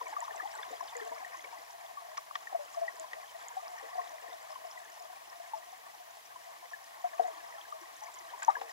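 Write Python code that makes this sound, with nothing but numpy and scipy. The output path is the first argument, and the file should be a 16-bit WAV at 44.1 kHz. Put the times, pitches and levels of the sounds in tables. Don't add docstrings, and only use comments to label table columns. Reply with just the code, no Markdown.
import sys
import numpy as np
from scipy import signal
from scipy.fft import rfft, irfft, next_fast_len
from scipy.io import wavfile

SR = 44100
rng = np.random.default_rng(int(sys.argv[2]) if len(sys.argv) > 2 else 0)


def pcm_store(signal):
    levels = np.round(np.clip(np.atleast_2d(signal), -1, 1) * 32767)
    wavfile.write(sys.argv[1], SR, levels.astype(np.int16).T)


N = 384552

# time_s, level_db
CHURNING = [(0.0, -52.5), (0.39, -50), (0.7, -51), (1.16, -51), (1.77, -56.5), (2.45, -57.5), (2.69, -53.5),
            (3.42, -55.5), (3.86, -52.5), (5.22, -57), (5.54, -57.5), (6.22, -58.5), (7.02, -56.5),
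            (7.21, -52.5), (7.75, -56), (8.26, -53.5), (8.43, -52.5), (8.72, -52)]
# pitch_hz, gain_db
LEFT_WALL = [(150, -45), (330, -20), (400, -21.5), (470, -10), (560, -14.5), (670, 2.5), (900, -9),
             (1100, -2.5), (1450, -16.5), (1880, -9), (2700, -23), (4300, -32), (5300, -23.5), (8700, -34)]
RIGHT_WALL = [(150, -45), (400, -21), (470, -12.5), (550, -17), (670, -1), (790, -9.5), (860, -7),
              (1200, -10), (1450, -13.5), (1880, -15.5), (3100, -24), (4500, -31), (6900, -26), (8700, -30)]
# pitch_hz, left_lead_radians, likeness_0_to_1
MIC_PAIR = [(254, -1.5, 0.43), (446, -2.5, 0.44), (629, -2.5, 1), (846, -2, 0.46), (967, -1.45, 0.48),
            (1315, -3.0, 0.91), (1800, -1.68, 0.89), (2860, -2.5, 0.64), (3100, -0.7, 0.72),
            (6330, -1.63, 1), (6950, 0.6, 0.26)]
# pitch_hz, relative_level_db, left_right_likeness_0_to_1
HISS_COLOUR = [(20, -20, 0.7), (65.6, -18, 0.7), (89.5, -3.5, 1), (144, -5.5, 0), (2870, 6.5, 0),
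               (6900, 2, 0), (8650, -3.5, 0.9), (9540, 1, 0.32), (12100, 1, 0.25), (13900, -2.5, 0.93),
               (15900, -3, .95)]
# pitch_hz, level_db
WHINE_TONES = [(6001, -87), (8421, -90), (12000, -92)]
# start_s, relative_level_db
AIR_POCKETS = [(0.007, -62), (0.352, -65), (0.705, -55), (1.107, -56), (1.439, -61.5), (2.522, -61.5),
               (3.129, -63), (3.822, -63.5), (4.217, -63), (4.282, -62), (7.191, -47.5), (8.487, -60),
               (8.562, -63), (8.606, -57)]
# pitch_hz, width_hz, relative_level_db
POCKET_NOTES = [(294, 55, -10.5), (340, 24, -5.5), (464, 14.4, 8.5), (535, 22, 8)]
# start_s, pitch_hz, relative_level_db, swell_cycles
NEAR_TONES = [(0.012, 1004, -32.5, 3.9), (0.066, 2270, -42.5, 7.4), (0.067, 1010, -38, 3.4),
              (0.165, 1175, -29, 4.4), (0.205, 7300, -33.5, 3.2), (0.222, 954, -35, 4.6),
              (0.28, 1080, -33.5, 2), (0.307, 1810, -41, 5.1), (0.398, 1750, -35.5, 4.4),
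              (0.403, 1210, -34.5, 3.5), (0.453, 837, -32.5, 3.8), (0.553, 7480, -41, 5.1),
              (0.556, 1510, -42, 3.5), (0.587, 1920, -43, 7.5), (0.629, 3500, -40.5, 5),
              (0.631, 1680, -36.5, 2.2), (0.728, 713, -35.5, 2.9), (0.807, 1030, -33, 2.7),
              (0.952, 484, -40.5, 6.7), (0.968, 7030, -35, 3.7), (1.012, 436, -40, 4), (1.056, 453, -47, 4),
              (1.117, 670, -35, 4.4), (1.118, 967, -39, 5), (1.227, 770, -38.5, 2.7),
              (1.247, 1880, -38.5, 4.3), (1.393, 2090, -43.5, 4), (1.445, 2250, -41, 5.5),
              (1.97, 1143, -38.5, 8.3), (2.177, 5650, -30, 1.2), (2.179, 1144, -30.5, 2.8),
              (2.31, 1140, -36, 1.8), (2.354, 1850, -36, 2), (2.355, 1160, -33.5, 2.05),
              (2.356, 3370, -35, 2.44), (2.471, 1840, -37.5, 5), (2.527, 770, -33.5, 1.76),
              (2.546, 683, -27, 4), (2.588, 593, -38.5, 7.7), (2.769, 674, -32, 6.4),
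              (2.813, 675, -29.5, 7.7), (2.88, 1930, -32, 7), (2.993, 653, -42, 11.4),
              (2.998, 7200, -31.5, 1.7), (3.039, 1027, -42.5, 5.96), (3.132, 1930, -38, 3.2),
              (3.345, 676, -42, 5.9), (3.484, 6860, -35.5, 3.4), (3.567, 760, -32, 5.5),
              (3.681, 5170, -40, 2), (3.953, 737, -35, 3.6), (3.976, 720, -30.5, 7.5),
              (3.992, 1070, -34.5, 4.5), (4.557, 1047, -38, 3.7), (4.645, 710, -40, 4.2),
              (4.712, 5400, -43, 5.4), (4.774, 1960, -43.5, 5.5), (5.097, 732, -45, 5),
              (5.299, 5430, -47, 4.9), (5.398, 690, -40, 4), (5.534, 886, -31, 4.6), (5.552, 663, -42, 7.5),
              (5.726, 750, -44, 4.24), (6.358, 1010, -44, 4.3), (6.733, 1753, -37.5, 8.1),
              (7.041, 718, -27, 5.55), (7.195, 718, -21, 3), (7.214, 669, -34.5, 4.5), (7.24, 729, -32, 7),
              (7.274, 668, -37, 6.8), (7.613, 3260, -44, 3.3), (7.723, 1190, -35.5, 3.9),
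              (7.811, 345, -53.5, 2.8), (8.018, 854, -41, 6), (8.142, 7300, -43, 3.9),
              (8.188, 6370, -43, 3.7), (8.333, 975, -40.5, 6.2), (8.421, 1565, -37, 6.8),
              (8.431, 7300, -31.5, 3.4), (8.449, 6180, -30.5, 2.2), (8.481, 907, -18.5, 3.5),
              (8.483, 806, -22.5, 4.64), (8.495, 1193, -28.5, 6.5), (8.554, 1674, -31, 4.4),
              (8.567, 990, -34, 2.87), (8.615, 810, -32, 1.8)]
# pitch_hz, left_over_right_db
TONE_SIDES = [(700, 5), (2000, 5.5), (6500, -2.5)]
# start_s, relative_level_db, decay_s, left_over_right_db
HOUSING_KNOCKS = [(0.6295, -41, 0.0079, -5), (1.442, -42, 0.007, 6), (2.1715, -32.5, 0.011, -3),
                  (2.3537, -28, 0.0053, 2), (3.132, -35, 0.006, 2), (8.421, -33, 0.0083, -2),
                  (8.4307, -36, 0.0091, 3), (8.613, -35, 0.0082, -3)]

CUTOFF_HZ = 15800
HZ = np.maximum(np.fft.rfftfreq(next_fast_len(N + 8192, True), 1 / SR), 1)


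def from_db(db):
    return 10 ** (np.asarray(db) / 20)


def rms_one(x):
    return x / np.sqrt(np.mean(x ** 2) + 1e-20)


def over_hz(rows):
    hz, *columns = np.transpose(rows)
    return [np.interp(np.log(HZ), np.log(hz), column) for column in columns]


def to_spectrum(x):
    return rfft(x, 2 * (len(HZ) - 1))


def to_sound(spectrum):
    return irfft(spectrum)[..., :N]


def band(low_hz, high_hz):
    return 1 / np.sqrt((1 + (low_hz / HZ) ** 8) * (1 + (HZ / high_hz) ** 8))


def drift(rate_hz):
    step = 40
    memory = np.exp(-2 * np.pi * step * rate_hz / SR)
    noise = rng.standard_normal(N // step + 2002)
    slow = signal.lfilter([1], [1, -2 * memory, memory ** 2], noise)[2000:]
    return np.interp(np.arange(N) / step, np.arange(len(slow)), rms_one(slow))


def add(out, start_s, sound):
    i = int(np.clip(start_s * SR, 0, N - 1))
    out[:, i:i + sound.shape[-1]] += sound[..., :N - i]


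def panned(pan_db):
    return from_db([[pan_db / 2], [-pan_db / 2]])


def ringing(gain):
    cepstrum = irfft(np.log(gain / gain.max() + 1e-4))
    return np.exp(2j * to_spectrum(cepstrum[:len(HZ) - 1]).imag)


def housing(pair, gain):
    left, other = to_spectrum(pair)
    lead, alike = over_hz(MIC_PAIR)
    right = alike * left * np.exp(-1j * lead) + np.sqrt(1 - alike ** 2) * other
    walls = from_db([over_hz(LEFT_WALL)[0], over_hz(RIGHT_WALL)[0]])
    return to_sound(np.array([left, right]) * walls * gain * ringing(walls[0] * gain))


def ping(hz, swell_s):
    sag_per_cycle = .001
    t = np.arange(int(10 * swell_s * SR) + 2) / SR
    cycles = hz * (t - swell_s)
    phase = 2 * np.pi * cycles * (1 - sag_per_cycle * cycles / 2)
    return t / swell_s * np.exp(1 - t / swell_s + 1j * phase)


def far_bubbles(level_db, low_hz, high_hz, swell_cycles, spread_db, wash_db, eddy_db, count):
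    bubbles = np.zeros((2, N))
    for when, smallness, loud, length, turn_a, turn_b in rng.random((count, 6)):
        hz = low_hz * (high_hz / low_hz) ** smallness
        tone = hz * ping(hz, swell_cycles * (.5 + length) / hz)
        direction = np.exp(2j * np.pi * np.array([[turn_a], [turn_b]]))
        gain = from_db(spread_db * loud ** 2)
        add(bubbles, when * N / SR, gain * (tone * direction).real)
    wash = rng.standard_normal((2, N)) * np.sqrt(SR / 2 / (high_hz - low_hz))
    closeness = from_db(0.6 * (level_db - level_db.mean()))
    wash_gain = from_db(wash_db)
    water = (closeness * rms_one(bubbles) + wash_gain * wash) / np.hypot(closeness, wash_gain)
    eddies = from_db(eddy_db * drift(rate_hz=20.0))
    return from_db(level_db) * rms_one(housing(water * eddies, band(low_hz, high_hz)))


def hollow_gurgle(level_db, hz, scatter, swell_cycles, spread_db, pan_db, count):
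    bubbles = np.zeros((2, N))
    lead = np.interp(hz, HZ, over_hz(MIC_PAIR)[0])
    mics = panned(pan_db) * np.exp([[0], [-1j * lead]])
    for when, detune, loud, length in rng.random((count, 4)):
        pitch_hz = hz * (1 + scatter * (2 * detune - 1))
        tone = ping(pitch_hz, swell_cycles * (.5 + length) / pitch_hz)
        add(bubbles, when * N / SR, from_db(spread_db * loud) * (mics * tone).real)
    return from_db(level_db) * rms_one(bubbles)


def current_rumble(level_db, low_hz, high_hz):
    pushes = to_spectrum(rng.standard_normal(N)) * band(low_hz, high_hz)
    return from_db(level_db) * rms_one(to_sound(pushes))


def microphone_noise(hiss_db):
    colour_db, alike = over_hz(HISS_COLOUR)
    shared, opposite = to_spectrum(rng.standard_normal((2, N))) * from_db(colour_db) * (HZ < CUTOFF_HZ)
    hiss = to_sound(np.sqrt(1 + alike) * shared + np.sqrt(1 - alike) * opposite * [[1], [-1]])
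    t = np.arange(N) / SR
    whine = sum(from_db(db) * np.sqrt(2) * np.sin(2 * np.pi * hz * t) for hz, db in WHINE_TONES)
    return from_db(hiss_db) * rms_one(hiss) + whine


def gulps(gain_db, swell_s, pan_db):
    shudders = np.zeros((1, N))
    age = np.arange(SR // 8) / SR / swell_s
    for start_s, db in AIR_POCKETS:
        add(shudders, start_s, from_db(db) * age * np.exp(1 - age))
    notes = sum(from_db(db) / (1 + 1j * (HZ / hz - hz / HZ) * hz / width)
                for hz, width, db in POCKET_NOTES) * band(328, 700)
    notes /= np.sqrt(np.mean(abs(notes) ** 2))
    left, other = to_spectrum(shudders * rng.standard_normal((2, N))) * notes
    lead = over_hz(MIC_PAIR)[0]
    right = (left * np.exp(-1j * lead) + other) / np.sqrt(2)
    return from_db(gain_db) * panned(pan_db) * to_sound(np.array([left, right]))


def near_tones(ring_db, thump_db, thump_stretch, lowest_hz):
    rings, thumps = np.zeros((2, N)), np.zeros((2, N))
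    noise = rng.standard_normal((2, N))
    lead, side_db = over_hz(MIC_PAIR)[0], over_hz(TONE_SIDES)[0]
    for (start_s, hz, db, cycles), turn in zip(NEAR_TONES, rng.random(len(NEAR_TONES))):
        swell_s = cycles / hz
        pan_db = np.interp(hz, HZ, side_db) + 0.99 * max(db + 26.5, 0)
        tone = from_db(db) * ping(hz, swell_s) * np.exp(2j * np.pi * turn)
        out_of_step = np.exp([[0], [-1j * np.interp(hz, HZ, lead)]])
        add(rings, start_s, (tone * out_of_step * panned(pan_db)).real)
        if 550 < hz < 2500:
            add(thumps, start_s, from_db(db) * abs(ping(hz, swell_s * thump_stretch)))
    rings = signal.sosfilt(signal.butter(4, lowest_hz, "high", fs=SR, output="sos"), rings)
    return from_db(ring_db) * rings + from_db(thump_db) * housing(thumps * noise, band(230, 1680))


def knocks(gain_db):
    cracks = np.zeros((2, N))
    t = np.arange(SR // 20) / SR
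    for start_s, db, decay_s, pan_db in HOUSING_KNOCKS:
        add(cracks, start_s, from_db(db) * panned(pan_db) * np.exp(-t / decay_s))
    brightness = band(1030, 4700) * (HZ / 2000) ** .5
    return from_db(gain_db) * housing(cracks * rng.standard_normal((2, N)), brightness)


def scene():
    churn_db = np.interp(np.arange(N) / SR, *np.transpose(CHURNING))
    surge_db = churn_db - churn_db.mean()
    gurgle = far_bubbles(-69.0 + 1.65 * surge_db, low_hz=216, high_hz=536, swell_cycles=2.38,
                         spread_db=12.0, wash_db=-7.5, eddy_db=2.5, count=400)
    churn = far_bubbles(-49.5 + 1.07 * surge_db, low_hz=560.4, high_hz=2613, swell_cycles=4.007,
                        spread_db=13.5, wash_db=1.5, eddy_db=1.5, count=1900)
    fizz = far_bubbles(-60.0 + 0.83 * surge_db, low_hz=2670, high_hz=8500, swell_cycles=3.546,
                       spread_db=17.5, wash_db=0.5, eddy_db=1.93, count=2200)
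    hollow = hollow_gurgle(-56.5 + 1.23 * surge_db, hz=691, scatter=0.0704, swell_cycles=8,
                           spread_db=13.5, pan_db=4.5, count=100)
    near = near_tones(ring_db=2.0, thump_db=1.0, thump_stretch=1.4, lowest_hz=297)
    blows = knocks(gain_db=20.5) + gulps(gain_db=7, swell_s=0.0065, pan_db=11.5)
    current = current_rumble(-92.5 + 1.4 * surge_db, low_hz=38.2, high_hz=117)
    return gurgle + churn + fizz + hollow + near + blows + current + microphone_noise(hiss_db=-59.5)


def record(dry):
    return to_sound(to_spectrum(dry) / (1 + (HZ / CUTOFF_HZ) ** 300))


dry = scene()
out = record(dry)
pcm_store(out)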